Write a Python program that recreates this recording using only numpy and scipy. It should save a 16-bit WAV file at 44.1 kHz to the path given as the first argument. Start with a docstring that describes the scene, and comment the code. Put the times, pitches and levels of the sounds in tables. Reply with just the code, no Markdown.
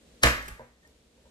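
"""Quiet kitchen noise, then at once a palm slaps a flat knife onto a garlic clove on a wooden board.
A cluster of cracks rings blade and board, the counter thumps and the hard walls answer. Garlic skin
crackles as the hand eases off, the board takes soft knocks and the blade rings faintly as it is lifted.
Heard from two spaced microphones near the board."""
import sys
import numpy as np
from scipy import signal
from scipy.fft import rfft, irfft
from scipy.io import wavfile
from scipy.ndimage import uniform_filter1d

SR = 44100
rng = np.random.default_rng(int(sys.argv[2]) if len(sys.argv) > 2 else 0)


def unload_wav(signal):
    """Save mono or channel-first audio to the path in sys.argv[1] as 16-bit WAV at rate SR, clipped to [-1, 1]."""
    wavfile.write(
        sys.argv[1],
        SR,
        np.round(np.clip(np.atleast_2d(signal).T, -1, 1) * 32767).astype(np.int16),
    )


N = 57330

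# Levels and gains in the tables are relative.
# colour of the room noise: freq_hz, gain_db
AIR_COLOUR = [(15, -44), (25, -19.5), (54, -6), (73, -3), (93, -18), (243, -10), (335, -17), (488, -12),
              (879, -27.5), (1240, -28), (1390, -28), (3830, -26.5), (5140, -30.5), (7890, -30),
              (15000, -46.5)]
# the room noise dips briefly: time_s, level_db
AIR_LEVEL = [(0, 2), (.12, 3.5), (.6, 1), (.78, -4.5), (.87, -1), (1.1, -2), (1.29, 0.5)]
# reverberation of the kitchen: freq_hz, t60_s, level_db
ROOM_BANDS = [(80, .45, 2), (251.1, .4, -0.5), (604, 0.47, 1.5), (1520, .47, 4), (3000, 0.43, 0),
              (6130, 0.39, -3.5), (10000, 0.31, -1), (13500, 0.52, -7)]
# surfaces near the board: delay_s, level_db, right_lag_ms
ECHOES = [(.0058, -5.5, 0.11), (0.017, -10, -.1), (.035, -6.5, .1)]
# hand rubbing on the blade: time_s, level_db
RUB_LEVEL = [(.36, -88), (.45, -55.5), (.55, -63), (.65, -87), (.8, -75), (.9, -72), (1.05, -78.5),
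             (1.15, -81), (1.3, -78)]
# colour of the rubbing: freq_hz, gain_db
RUB_COLOUR = [(300, -5), (1500, 0.5), (4000, 0.5), (8000, -3.5), (12000, -8), (15000, -14.5)]
# rings of the lifted blade: start_s, level_db
TINGS = [(.825, -55), (0.846, -47)]
# soft knocks on the board: start_s, level_db
KNOCKS = [(0.5943, 2), (.6165, -5), (.842, -23), (.875, -22), (1.177, -23), (1.2545, -15.5)]
# modes of the free board: pitch_hz, level_db, t60_s
BOARD_MODES = [(126.5, -54.5, 0.31), (239.1, -54, 0.37), (485, -49, 0.23), (526.4, -43, 0.16),
               (609, -45, 0.21), (924, -47, .13), (982.4, -49.5, .15), (1577, -54, 0.14)]
# colour of a soft contact: freq_hz, gain_db
TAP_COLOUR = [(100, -3), (330, -28), (560, -1), (950, -2), (1300, -11.5), (1900, -5), (3000, -25),
              (10000, -49)]
# crackles of garlic skin: start_s, level_db, decay_s
CRACKLES = [(.461, -29.5, 0.0025), (0.4705, -32, 0.0015), (0.4808, -20.5, 0.0017), (0.484, -15.5, 0.0033),
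            (.487, -20.5, .008)]
# colour of the skin: freq_hz, gain_db
SKIN_COLOUR = [(150, 16.5), (400, -4.5), (900, 7.5), (2300, 7), (4000, -2.5), (8000, 0), (13500, -2)]
# thin ticks of the blade edge: start_s, level_db, decay_s
TICKS = [(.4275, -21.5, .0008), (0.4615, -43, 0.0015), (0.875, -34, 0.0023)]
# colour of a tick: freq_hz, gain_db
TICK_COLOUR = [(500, -33), (3000, -24), (5500, 3.5), (10000, -7), (13500, -3)]
# low modes of the counter: pitch_hz, level_db, rise_s, t60_s
COUNTER_MODES = [(60.5, -10, 0.028, 0.23), (123.5, -20.5, 0.0084, 0.25)]
# wobble of the board under the leaning hand: time_s, level_db
WOBBLE_LEVEL = [(.355, -39), (.43, -45), (.485, -49.5), (.525, -37.5), (.57, -60), (.61, -75)]
# contacts of palm, blade, clove and board: start_s, level_db, decay_s
BLOWS = [(0.2339, -5, 0.00079), (.2349, -1, 0.00087), (.2376, 1.5, 0.00041), (0.2407, -11, 0.0014),
         (0.2439, -13, 0.00045), (0.2572, -14.5, .0008)]
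# colour of a hard contact: freq_hz, gain_db
CRACK_COLOUR = [(100, -4.5), (250, -1.5), (380, -4.5), (640, 1), (790, -7.5), (1000, -1.5), (1800, 2),
                (2400, 0), (3200, -2.5), (5300, -5.5), (7000, -7), (10000, -14), (14000, -12.5)]
# modes of the blade pressed on the board: pitch_hz, level_db, t60_s
PRESSED_MODES = [(216.7, -32.5, .33), (258.6, -37.5, .45), (470.8, -30, .28), (525, -35, 0.17),
                 (609, -28, .2), (682.4, -26.5, .22), (1130, -33, 0.51), (1470, -30.5, 0.45),
                 (1669, -32.5, 0.57), (1744, -24, 0.43), (1920, -36, 0.72), (1960, -28, 0.51),
                 (2285, -29, 0.11), (2494, -27.5, .1), (2916, -29.5, 0.24), (4144, -33, .12),
                 (4828, -39.5, 0.27), (5529, -34, 0.098)]
# the slap across the microphones: freq_hz, left_minus_right_db
SLAP_BALANCE = [(200, -4), (550, -1), (1000, -1), (2000, -0.5), (4000, -0.5), (8000, 4), (13000, 2)]

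SLAP_S = .234
BOARD_LAG_MS = .2  # the board reaches the left microphone first


def undb(db):
    """Decibels to gain."""
    return 10 ** (np.asarray(db) / 20)


def since(start):
    """Seconds since a moment, zero before it."""
    return np.maximum(np.arange(N) / SR - start, 0)


def curve(points):
    """Gain over time from (time_s, level_db) points."""
    return undb(np.interp(since(0), *np.array(points).T))


def unit(x):
    """Scale to rms 1."""
    return x / np.sqrt(np.mean(x ** 2))


def on_bins(hz, values):
    """Values spread over the bins of a double-length spectrum, on a log-frequency axis."""
    return np.interp(np.log(np.arange(N + 1) * SR / (2 * N) + 1), np.log(hz), values)


def shape(x, gain):
    """Minimum-phase filter with the given gain in each bin."""
    cepstrum = irfft(np.log(gain))
    cepstrum[1:N] *= 2
    cepstrum[N + 1:] = 0
    return irfft(rfft(x, 2 * N) * np.exp(rfft(cepstrum)))[..., :N]


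def colour(x, points):
    """Filter through (freq_hz, gain_db) points."""
    return shape(x, undb(on_bins(*np.array(points).T)))


def even(x, width_hz=350):
    """Spread a cluster's energy evenly over frequency."""
    power = uniform_filter1d(np.abs(rfft(x, 2 * N)) ** 2, int(width_hz * 2 * N / SR)) + 1e-18
    return shape(x, np.sqrt(power.mean() / power))


def at_mics(x, lag_ms, pan_db=0):
    """A source at two spaced microphones; positive lag and pan put it to the left."""
    delay = np.exp(-1j * np.pi * np.arange(N + 1) / N * SR * lag_ms / 1000)
    right = irfft(rfft(x, 2 * N) * delay)[:N]
    return np.array([x * undb(pan_db / 2), right * undb(-pan_db / 2)])


def balance(x, points):
    """Tilt the left-right balance by frequency."""
    return np.array([colour(side, [(hz, sign * db / 2) for hz, db in points])
                     for side, sign in zip(x, (1, -1))])


def diffuse(alike_below_hz=650):
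    """Noise from all sides: alike at both microphones in the bass only."""
    alike = 1 / (1 + (np.arange(N // 2 + 1) * SR / N / alike_below_hz) ** 2)
    mid, side = np.exp(2j * np.pi * rng.random((2, N // 2 + 1)))
    return unit(irfft(mid * np.sqrt(1 + alike) + np.array([[1], [-1]]) * side * np.sqrt(1 - alike), N))


def click(start):
    """One instant of contact."""
    return 1. * (np.arange(N) == int(start * SR))


def burst(start, decay, grain_db=0):
    """A dying cluster of tiny fractures, of unit energy."""
    t = since(start)
    noise, grain = rng.standard_normal((2, N))
    x = noise * undb(grain_db * grain) * (t > 0) * np.exp(-t / decay)
    return x / np.sqrt(np.sum(x ** 2) + 1e-18)


def ring(start_s, hz, db, t60_s, rise_s):
    """One damped mode with a soft onset."""
    t = since(start_s)
    return undb(db - 60 * t / t60_s) * (1 - np.exp(-(t / rise_s) ** 2)) * np.sin(2 * np.pi * hz * t)


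def background(air_db=-61, hum_hz=60, hum_db=-70.5):
    """Quiet room noise all around, with a low appliance hum."""
    air = undb(air_db) * unit(colour(diffuse(), AIR_COLOUR))
    hum = undb(hum_db) * np.sin(2 * np.pi * hum_hz * since(0))
    return curve(AIR_LEVEL) * (air + hum)


def kitchen(delay_s=.001, rise_s=.0069, clump_s=.0005):
    """Room response: clumps of reflections whose decay and level depend on frequency."""
    t, response = since(delay_s), 0
    smooth = diffuse()
    clumps_db = np.interp(t / clump_s, np.arange(N), rng.standard_normal(N))
    spectrum = rfft(unit(smooth * undb(clumps_db)), 2 * N)
    hz = np.array(ROOM_BANDS)[:, 0]
    for share, (_, t60, db) in zip(np.eye(len(hz)), ROOM_BANDS):
        band = irfft(spectrum * on_bins(hz, share))[:, :N]
        envelope = np.exp(-np.log(1000) * t / t60) * (1 - np.exp(-t / rise_s))
        response = response + band * undb(db) * envelope / np.sqrt(np.sum(envelope ** 2))
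    return response


def reverb(x, room, db):
    """What the walls return to the microphones."""
    return undb(db) * signal.fftconvolve(x[None], room, axes=1)[:, :N]


def handling():
    """The lifted blade rings faintly; hand and blade rub."""
    tings = sum(ring(start, 1841, db, t60_s=.079, rise_s=.0049) for start, db in TINGS)
    rub = curve(RUB_LEVEL) * unit(colour(diffuse(), RUB_COLOUR))
    return at_mics(tings, BOARD_LAG_MS) + rub


def knocks(room, tap_db=-14):
    """Soft contacts ring the free board and stir the room."""
    rings = sum(ring(start, hz, db + knock_db, t60, rise_s=.00088)
                for start, knock_db in KNOCKS for hz, db, t60 in BOARD_MODES)
    taps = colour(sum(undb(db) * click(start) for start, db in KNOCKS), TAP_COLOUR)
    return at_mics(rings + undb(tap_db) * taps, BOARD_LAG_MS) + reverb(taps, room, db=-12)


def garlic(room):
    """Just right of centre, dry skin crackles, the blade edge ticks and the clove pops unstuck."""
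    fractures = sum(undb(db) * burst(start, decay, grain_db=-5) for start, db, decay in CRACKLES)
    skin = colour(even(fractures), SKIN_COLOUR)
    ticks = colour(sum(undb(db) * even(burst(start, decay)) for start, db, decay in TICKS), TICK_COLOUR)
    pop = ring(start_s=.479, hz=398, db=-44, t60_s=.079, rise_s=.0018)
    return at_mics(skin + ticks + pop, lag_ms=-.38, pan_db=-1) + reverb(skin + ticks, room, db=-4)


def counter(wobble_hz=51.5, octave_db=-11.5):
    """The counter booms under the blow; the board wobbles while the hand leans on it."""
    boom = sum(ring(SLAP_S, hz, db, t60, rise) for hz, db, rise, t60 in COUNTER_MODES)
    start, end = WOBBLE_LEVEL[0][0], WOBBLE_LEVEL[-1][0]
    phase = 2 * np.pi * wobble_hz * since(start)
    wobble = curve(WOBBLE_LEVEL) * (np.sin(phase) + undb(octave_db) * np.sin(2 * phase))
    return at_mics(boom + wobble * (since(end) == 0), BOARD_LAG_MS, pan_db=-2.5)


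def puff(rise_s=.004, db=-11):
    """Air squeezed out in the last instant before the palm lands."""
    ahead = SLAP_S - since(0)
    air = rng.standard_normal(N) * (ahead > 0) * np.exp(-np.abs(ahead) / rise_s)
    return undb(db) * air / np.sqrt(np.sum(air ** 2))


def slap(room, crack_db=15.5, ring_db=4, echo_cutoff_hz=2840):
    """Sharp contacts in quick succession ring blade and board; near surfaces answer, then the room."""
    force = even(sum(undb(db) * (burst(start, decay) + .5 * click(start)) for start, db, decay in BLOWS))
    crack = undb(crack_db) * colour(force + puff(), CRACK_COLOUR)
    rings = undb(ring_db) * sum(ring(SLAP_S, hz, db, t60, rise_s=.0014) for hz, db, t60 in PRESSED_MODES)
    dull = signal.sosfilt(signal.butter(2, echo_cutoff_hz, fs=SR, output="sos"), crack)
    echoes = sum(at_mics(undb(db) * np.roll(dull, int(delay * SR)), lag) for delay, db, lag in ECHOES)
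    tail = reverb(undb(crack_db) * colour(force, CRACK_COLOUR), room, db=-2.5)
    return balance(at_mics(crack + rings, BOARD_LAG_MS) + echoes + tail, SLAP_BALANCE)


def scene():
    """Everything in one kitchen, at one pair of microphones."""
    room = kitchen()
    return slap(room) + counter() + garlic(room) + knocks(room) + handling() + background()


def record(dry):
    """The recorder rounds the highest peaks and cuts the top."""
    ceiling, top_hz = .85, 14300
    rounded = dry / (1 + (dry / ceiling) ** 4) ** .25
    return signal.sosfilt(signal.ellip(8, .2, 70, top_hz, fs=SR, output="sos"), rounded)


dry = scene()
out = record(dry)
unload_wav(out)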